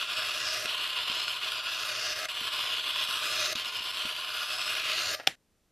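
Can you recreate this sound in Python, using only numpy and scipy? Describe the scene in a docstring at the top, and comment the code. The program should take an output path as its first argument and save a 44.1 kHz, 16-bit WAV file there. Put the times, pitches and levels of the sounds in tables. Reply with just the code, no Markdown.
"""A dry rasp, close to the microphone: a rotary cutter rolls four times through carbon fibre cloth
on a cutting mat. Thousands of fibres snap under the blade and ring the cutter, mat and table;
each stroke sings briefly, brightens and swishes as the blade passes nearest.
Soft knocks come through the table. At the end come light taps of the cutter, a sharp plastic click
and a short rustle, then the air of a quiet room."""
import sys
import numpy as np
from scipy import signal
from scipy.fft import rfft, irfft
from scipy.io import wavfile
from scipy.ndimage import uniform_filter1d

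SR = 44100
rng = np.random.default_rng(int(sys.argv[2]) if len(sys.argv) > 2 else 0)


def int16_out(signal):
    """Quantize to a 16-bit WAV file."""
    q = np.round(np.clip(np.atleast_2d(signal).T, -1, 1) * 32767)
    wavfile.write(sys.argv[1], SR, q.astype(np.int16))


N = 251811
TIME = np.arange(N) / SR
BINS_HZ = np.arange(4097) * SR / 8192
CLICK_S = 5.2736


def undb(db):
    return 10 ** (np.asarray(db) / 20)


def unit(x):
    """Scale to an rms of 1."""
    return x / np.sqrt(np.mean(x ** 2))


def curve(rows):
    """Join (time_s, value) rows by straight lines."""
    return np.interp(TIME, *np.transpose(rows))


def swell(rows, edge_s=0.002):
    """Gain from (time_s, level_db) rows, with soft edges and silence outside them."""
    inside = (TIME >= rows[0][0]) & (TIME <= rows[-1][0])
    return uniform_filter1d(undb(curve(rows)) * inside, int(edge_s * SR))


def fade(start_s, length_s, db, db_per_s):
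    """Gain that starts at once, falls steadily and stops."""
    return swell([(start_s, db), (start_s + length_s, db - db_per_s * length_s)])


def hump(centre_s, half_s):
    """Smooth rise and fall of height 1."""
    return np.exp(-.5 * ((TIME - centre_s) / half_s) ** 2)


def wander(rate_hz):
    """Smooth random drift with an rms of 1."""
    hold = int(SR / rate_hz)
    steps = np.repeat(rng.standard_normal(N)[:N // hold + 1], hold)
    return unit(uniform_filter1d(steps, hold)[:N])


def crackle(per_s, spread_db):
    """Tiny breaks at random moments, most weak and a few strong."""
    breaks = rng.random(N) < per_s / SR
    size = undb(spread_db * np.minimum(rng.exponential(size=N), 5))
    return unit(breaks * size * rng.choice([-1, 1], N))


def response(gain):
    """Causal impulse response of unit energy, shaped by a gain over BINS_HZ."""
    cepstrum = irfft(np.log(gain + 1e-9))
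    cepstrum[1:len(BINS_HZ) - 1] *= 2
    cepstrum[len(BINS_HZ):] = 0
    impulse = irfft(np.exp(rfft(cepstrum)))[:len(BINS_HZ)]
    return impulse / np.linalg.norm(impulse)


def colour(points):
    """Impulse response of a (frequency_hz, level_db) spectrum."""
    hz, db = np.transpose(points)
    return response(undb(np.interp(np.log(BINS_HZ + 1), np.log(hz), db)))


def bells(rows):
    """One spectral peak of height 1 for each (centre_hz, width_hz, ...) row."""
    rows = np.array(rows)
    return 1 / (1 + (2 * (BINS_HZ - rows[:, :1]) / rows[:, 1:2]) ** 2) ** 2


def through(x, impulse):
    return signal.oaconvolve(x, impulse)[:N]


def strike(events, impulse):
    """Sound an impulse response at each (start_s, peak_db)."""
    hits = np.zeros(N)
    for start_s, db in events:
        hits[int(start_s * SR)] += undb(db)
    return through(hits, impulse / np.abs(impulse).max())


def resonance(hz, width_hz):
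    """A randomly driven resonance whose centre may glide."""
    t = TIME[:SR // 50]
    drive = rng.standard_normal(N) + 1j * rng.standard_normal(N)
    flutter = through(drive, t * np.exp(-2 * np.pi * width_hz * t))
    phase = 2 * np.pi * np.cumsum(hz * np.ones(N)) / SR
    return unit((flutter * np.exp(1j * phase)).real)


def treble_side(x, side_db=-5, above_hz=6300):
    """Stereo width: the treble alone, in opposite polarity left and right."""
    treble = signal.sosfilt(signal.butter(10, above_hz, "high", fs=SR, output="sos"), x)
    return undb(side_db) * np.array([[1], [-1]]) * treble


# Force on the blade, one list for each stroke: time_s, level_db
STROKE_FORCE = [
    [(0.0, -35), (0.12, -32), (0.31, -32), (0.52, -33.5), (0.672, -32.5)],
    [(0.673, -31.5), (0.86, -32), (1.2, -31.5), (1.36, -33), (1.5, -31.7), (1.66, -33.5), (1.96, -33),
     (2.26, -34.5)],
    [(2.286, -34), (2.58, -31), (2.79, -33.5), (2.92, -32), (3.08, -31.5), (3.28, -30.5), (3.533, -31)],
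    [(3.552, -33), (3.8, -33), (4.07, -32.5), (4.18, -35), (4.4, -34.5), (4.6, -32.5), (4.87, -32),
     (5.152, -33)],
]
# Slack spots in the weave, where the blade meets few fibres: centre_s, dip_db
SLACK_SPOTS = [(.072, -5.5), (.155, -4), (.324, -3), (.673, -4), (.763, -3), (1.054, -4), (1.26, -4),
               (1.397, -6), (1.509, -4), (1.625, -6), (1.772, -3.5), (2.146, -4), (2.332, -4), (2.418, -3),
               (2.503, -4.5), (2.82, -4.5), (2.92, -3), (3.068, -4.5), (3.205, -3.5), (3.384, -3),
               (3.635, -5), (3.716, -5), (3.813, -4), (3.921, -4), (4.143, -4), (4.263, -3.5), (4.475, -4),
               (4.571, -4), (4.651, -4), (4.744, -3.5), (4.823, -4)]
# Thick bundles that part at once, in a quick flurry of fibres, and one flurry as the third stroke bites in:
# start_s, level_db
BUNDLE_SNAPS = [(.657, -26), (1.099, -29), (1.2, -29), (1.2805, -24), (1.5195, -21.5), (2.0682, -29),
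                (2.254, -30), (2.2857, -34), (3.527, -26), (3.5565, -25), (3.647, -30), (4.341, -29),
                (4.6154, -29), (4.7521, -29), (5.0589, -29)]


def blade_work(lift_db=0.64, bundle_db=1.25, tow_db=0.49, slack_s_per_db=0.0023, snap_s=0.0014):
    """How hard the blade works: force, eased at slack spots, uneven across tows and bundles."""
    force = sum(swell(stroke) for stroke in STROKE_FORCE)
    weave_db = lift_db + bundle_db * wander(rate_hz=250) + tow_db * wander(rate_hz=28)
    slack_db = sum(db * hump(centre_s, slack_s_per_db * abs(db)) for centre_s, db in SLACK_SPOTS)
    snaps = strike(BUNDLE_SNAPS, np.exp(-TIME[:SR // 20] / snap_s))
    end_s = STROKE_FORCE[-1][-1][0]
    scrape = undb(-47) * (TIME < end_s)  # between strokes the cloth still scrapes a little
    coast = fade(end_s, CLICK_S - end_s, db=-43.5, db_per_s=141)
    return np.hypot(force * undb(weave_db + slack_db), scrape) + snaps + coast


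# The blade's pass by the microphone in each stroke (place: 0 far end, 1 middle, 2 near end):
# nearest_s, approach_s, stop_place, fizz_db, swish_half_s, swish_hz, swish_db
BLADE_PASSES = [(0.52, 0.75, 1.7, -19.5, 0.092, 4970, -2), (2.05, 0.67, 1.55, -19.5, 0.11, 4864, -8.5),
                (3.45, 0.58, 1.8, -17, 0.12, 4080, -5), (5.068, 1, 1.96, -17.5, 0.12, 4446, -2)]


def blade_place(far_place=0.17, pass_place=1.29, ease_power=1.9, return_s=0.053):
    """In each stroke the blade starts far, slows as it nears the microphone and runs on to its stop."""
    place = np.zeros(N)
    for stroke, (nearest_s, approach_s, stop_place, *_) in zip(STROKE_FORCE, BLADE_PASSES):
        to_go = np.clip((nearest_s - TIME) / approach_s, 0, 1)
        distance = (pass_place - far_place) * to_go ** ease_power
        run_out = np.interp(TIME, [nearest_s, stroke[-1][0]], [pass_place, stop_place])
        place = np.where(TIME >= stroke[0][0], run_out - distance, place)
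    return uniform_filter1d(np.clip(place, 0, 2), int(return_s * SR))


def splinters(work, place, db_per_place=3.9, clump_db=1.5):
    """The finest splinters come off in clumps and fizz more as the blade comes near."""
    levels = [(time_s, db) for stroke, (_, _, _, db, *_) in zip(STROKE_FORCE, BLADE_PASSES)
              for time_s, _ in stroke]
    fizz = undb(curve(levels) + db_per_place * (place - 1))
    return work * fizz * crackle(per_s=15000, spread_db=2.1) * undb(clump_db * wander(rate_hz=55))


# Resonances of table, mat and cutter, by blade place: pitch_hz, width_hz, far_db, middle_db, near_db
BODY_MODES = [(60.2, 27, -23.5, -25.5, -13.5), (114, 33.3, -19, -17.5, -7), (227, 29, -27, -22.5, -21.5),
              (328, 25, -24, -22.5, -14), (400, 220, -19, -20, -10.5), (628, 94, -11, -7, 3.5),
              (734.7, 30, -13, -9, -4.5), (1053, 175, -3.5, -6, -16), (1197.6, 37, -2.5, -1, -3),
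              (1300, 67, -18, -4.5, 3.5), (1439, 158, -5.5, 0, -18.5), (1673, 320, -10, -8, 0),
              (1936, 98, -5, -8.5, 0.5), (2136, 110, -11, -13, 2.5), (2474, 330, -3.5, -4.5, -2),
              (2675, 260, -16, 0, -5), (2858, 140, 5, -2, -19.5), (3085, 240, -3, -13, -3),
              (3360, 860, -3.5, -3, -27), (3780, 200, -8.5, -7, -4.5), (4153, 310, -6.5, -10, -8.5),
              (4525, 550, -10, -7.5, -8), (5060, 520, -14.5, -11.5, -7), (5150, 510, -22, -10, -15),
              (5880, 1300, -23.5, -19.5, -9.5), (6850, 730, -33, -19.5, -35.5),
              (7920, 1100, -23.5, -20, -33.5), (8850, 728, -39, -27, -12.5), (11000, 3770, -12, -19.5, -23),
              (13700, 3242, -24, -41.5, -17.5)]
# Antiresonances, where neighbouring modes cancel: centre_hz, width_hz, dip_db
BODY_NOTCHES = [(850, 110, -4), (1880, 200, -4), (2260, 160, -2.5), (5620, 300, -1.5), (8380, 260, -5)]


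def rasp(work, split_hz=8000, fibre_db=-1.22, splinter_db=0.5):
    """Snapping fibres ring table, mat and cutter; splinters fizz on top."""
    place = blade_place()
    fibres = work * crackle(per_s=13000, spread_db=2.4)
    fizz = splinters(work, place)
    mode_power = undb(np.array(BODY_MODES)[:, 2:].T) ** 2 @ bells(BODY_MODES)
    notch_db = np.array(BODY_NOTCHES)[:, 2] @ bells(BODY_NOTCHES)
    low = 1 / np.sqrt(1 + (BINS_HZ / split_hz) ** 20)
    high = np.sqrt(1 - low ** 2)
    out = np.zeros(N)
    for spot, body in enumerate(np.sqrt(mode_power) * undb(notch_db)):
        share = np.maximum(1 - np.abs(place - spot), 0)  # crossfade far, middle and near
        out += share * undb(fibre_db) * through(fibres, response(body * low))
        out += share * undb(splinter_db) * through(fizz, response(body * high))
    return out


# The blade's one note in each stroke: loudest_s, half_length_s, pitch_hz, gain_db
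BLADE_NOTES = [(0.098, 0.12, 3290, -5), (1.17, 0.18, 2954, -10.5), (2.897, 0.27, 3323, -5.5),
               (4.84, 0.13, 2748, -1)]


def blade_song(width_hz=400):
    """The fibres drive a narrow resonance, and the blade sings."""
    return sum(undb(db) * hump(loudest_s, half_s) * resonance(hz, width_hz)
               for loudest_s, half_s, hz, db in BLADE_NOTES)


def swishes(rise_hz_per_s=1700, hiss_db=-9.5, hiss_half_s=0.095):
    """A rising swish, with a broader hiss above it, each time the blade passes the microphone."""
    hiss = undb(hiss_db) * resonance(hz=5933, width_hz=1110)
    out = np.zeros(N)
    for nearest_s, *_, half_s, hz, db in BLADE_PASSES:
        swish = resonance(hz + rise_hz_per_s * (TIME - nearest_s), width_hz=600)
        out += undb(db) * hump(nearest_s, half_s) * swish + hump(nearest_s, hiss_half_s) * hiss
    return out


# Short paths to the microphone off mat, handle and table: far_delay_ms, near_delay_ms, gain_db
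NEAR_REFLECTIONS = [(.95, 1.092, -26.5), (1.5, 1.386, -28), (2.25, 2.554, -15.5), (3.9, 3.4, -21.5),
                    (6.4, 6.9, -21), (11.3, 11.1, -15)]


def reflect(x):
    """Near surfaces return the sound; their comb of notches slides as the blade travels."""
    travel = uniform_filter1d(blade_place(), SR // 10) / 2
    out = x
    for far_ms, near_ms, db in NEAR_REFLECTIONS:
        lag = (far_ms + (near_ms - far_ms) * travel) * SR / 1000
        out = out + undb(db) * np.interp(np.arange(N) - lag, np.arange(N), x)
    return out


def patchy(x, depth_db=3.5, centre_hz=6600, width_hz=3600, floor_share=0.2):
    """The colour shifts in small slow patches, mostly in the lower treble."""
    hz, _, frames = signal.stft(x, SR, nperseg=512)
    patches = rng.standard_normal(frames.shape)
    for _ in range(2):
        patches = uniform_filter1d(patches, size=3, axis=0)  # across frequency
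        patches = uniform_filter1d(patches, size=24, axis=1)  # across time
    weight = floor_share + (1 - floor_share) / (1 + (2 * (hz - centre_hz) / width_hz) ** 6)
    shift_db = depth_db * weight[:, None] * unit(patches)
    return signal.istft(frames * undb(shift_db), SR)[1][:N]


def cutting(zing_db=-1):
    """The cut, close and in the centre; only its treble differs between left and right."""
    work = blade_work()
    direct = rasp(work) + undb(zing_db) * work * (blade_song() + swishes())
    return patchy(reflect(direct)) + treble_side(rasp(work))


# Soft knocks on the table: start_s, level_db
TABLE_KNOCKS = [(0.651, -44.5), (1.099, -40.5), (1.781, -55), (2.413, -43.5), (3.089, -49), (3.554, -38.5),
                (3.667, -53), (3.805, -50), (4.052, -38)]
# Low modes of the table: pitch_hz, t60_s, level_db
TABLE_MODES = [(157, 0.095, -1), (233, 0.072, 11), (291, 0.069, 7.5), (420, .02, -20)]


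def knocks(gain_db=2.0):
    """Each knock rings the table's quickly decaying modes."""
    t = TIME[:SR // 4]
    ring = sum(undb(db - 60 * t / t60_s) * np.sin(2 * np.pi * hz * t) for hz, t60_s, db in TABLE_MODES)
    return undb(gain_db) * strike(TABLE_KNOCKS, ring)


# Light taps of the cutter after the last stroke: start_s, peak_db
CUTTER_TAPS = [(5.1915, -32), (5.199, -22.5), (5.2355, -36.5), (5.242, -40.5), (5.262, -41)]
# Spectrum of one tap: frequency_hz, level_db
TAP_SPECTRUM = [(100, -25), (400, -12), (720, 0), (1100, -16), (1420, 0), (2000, -7), (3500, -13),
                (5500, -21), (8500, -38), (14000, -46)]


def taps(tail_db=-23.5, tail_s=0.012):
    """The cutter taps lightly; the small room gives each tap a short tail."""
    hits = strike(CUTTER_TAPS, colour(TAP_SPECTRUM))
    t = TIME[:SR // 20]
    tail = rng.standard_normal(len(t)) * np.exp(-t / tail_s)
    return hits + undb(tail_db) * through(hits, tail)


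# Ring of the cutter's plastic, heard close: frequency_hz, level_db
PLASTIC_SPECTRUM = [(60, -30.5), (200, -14), (330, -5), (500, -11), (780, 2.5), (960, -21.5), (1550, 0.5),
                    (2050, -3), (2400, -3), (2800, 5), (3700, 2.5), (4500, -5.5), (5600, -2.5),
                    (6800, -14.5), (7300, -9.5), (8300, -24.5), (11000, -19.5), (14000, -27.5)]


def plastic_click(lead_s=0.0033, touch_db=-13.5, blow_db=-1, chatter_db=-9.5):
    """A light touch, the blow and a quick chatter of contacts ring the same plastic."""
    plastic = colour(PLASTIC_SPECTRUM)
    hits = strike([(CLICK_S - lead_s, touch_db), (CLICK_S, blow_db)], plastic)
    since_s = TIME - CLICK_S
    rise_s, decay_s = 0.0008, 0.0018
    burst = np.exp(-np.abs(since_s) / np.where(since_s < 0, rise_s, decay_s))
    chatter = through(burst * crackle(per_s=12000, spread_db=1), plastic)
    return hits + undb(chatter_db) * chatter


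# Spectrum of the rustle behind the click: frequency_hz, level_db
RUSTLE_SPECTRUM = [(40, -23), (120, -7), (200, -11.5), (600, -8), (1050, -15.5), (1800, -3), (3200, -6.5),
                   (5500, -14.5), (7600, -17.5), (8500, -22.5), (10500, -21), (14000, -31.5)]


def rustle():
    """A dense crackle starts with the click, fades fast and stops."""
    mid, side = (through(crackle(per_s=12000, spread_db=1.5), colour(RUSTLE_SPECTRUM)) for _ in range(2))
    return fade(CLICK_S, length_s=0.081, db=-33.5, db_per_s=324.5) * (mid + treble_side(side))


# Room tone around the table, heard alone at the end: frequency_hz, level_db
ROOM_SPECTRUM = [(15, -36.5), (25, -2), (38, -10.5), (173, -13.5), (392, -18), (616, -22), (846, -25.5),
                 (2640, -30), (5540, -31.5), (14000, -38)]


def room_tone(level_db=-72, rumble_db=-11, rumble_below_hz=170):
    """Faint steady air; only its rumble and its hiss differ between left and right."""
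    mid, side = (through(rng.standard_normal(N), colour(ROOM_SPECTRUM)) for _ in range(2))
    rumble = signal.sosfilt(signal.butter(2, rumble_below_hz, fs=SR, output="sos"), side)
    return undb(level_db) * (mid + undb(rumble_db) * np.array([[1], [-1]]) * rumble + treble_side(side))


def scene():
    """Everything that reaches a stereo microphone close to the mat."""
    return cutting() + knocks() + taps() + plastic_click() + rustle() + room_tone()


def record(dry, ceiling=0.6, top_hz=14250):
    """The recorder rounds the loudest peak and cuts the top steeply."""
    rounded = ceiling * np.tanh(dry / ceiling)
    return signal.sosfilt(signal.ellip(10, .2, 70, top_hz, fs=SR, output="sos"), rounded)


dry = scene()
out = record(dry)
int16_out(out)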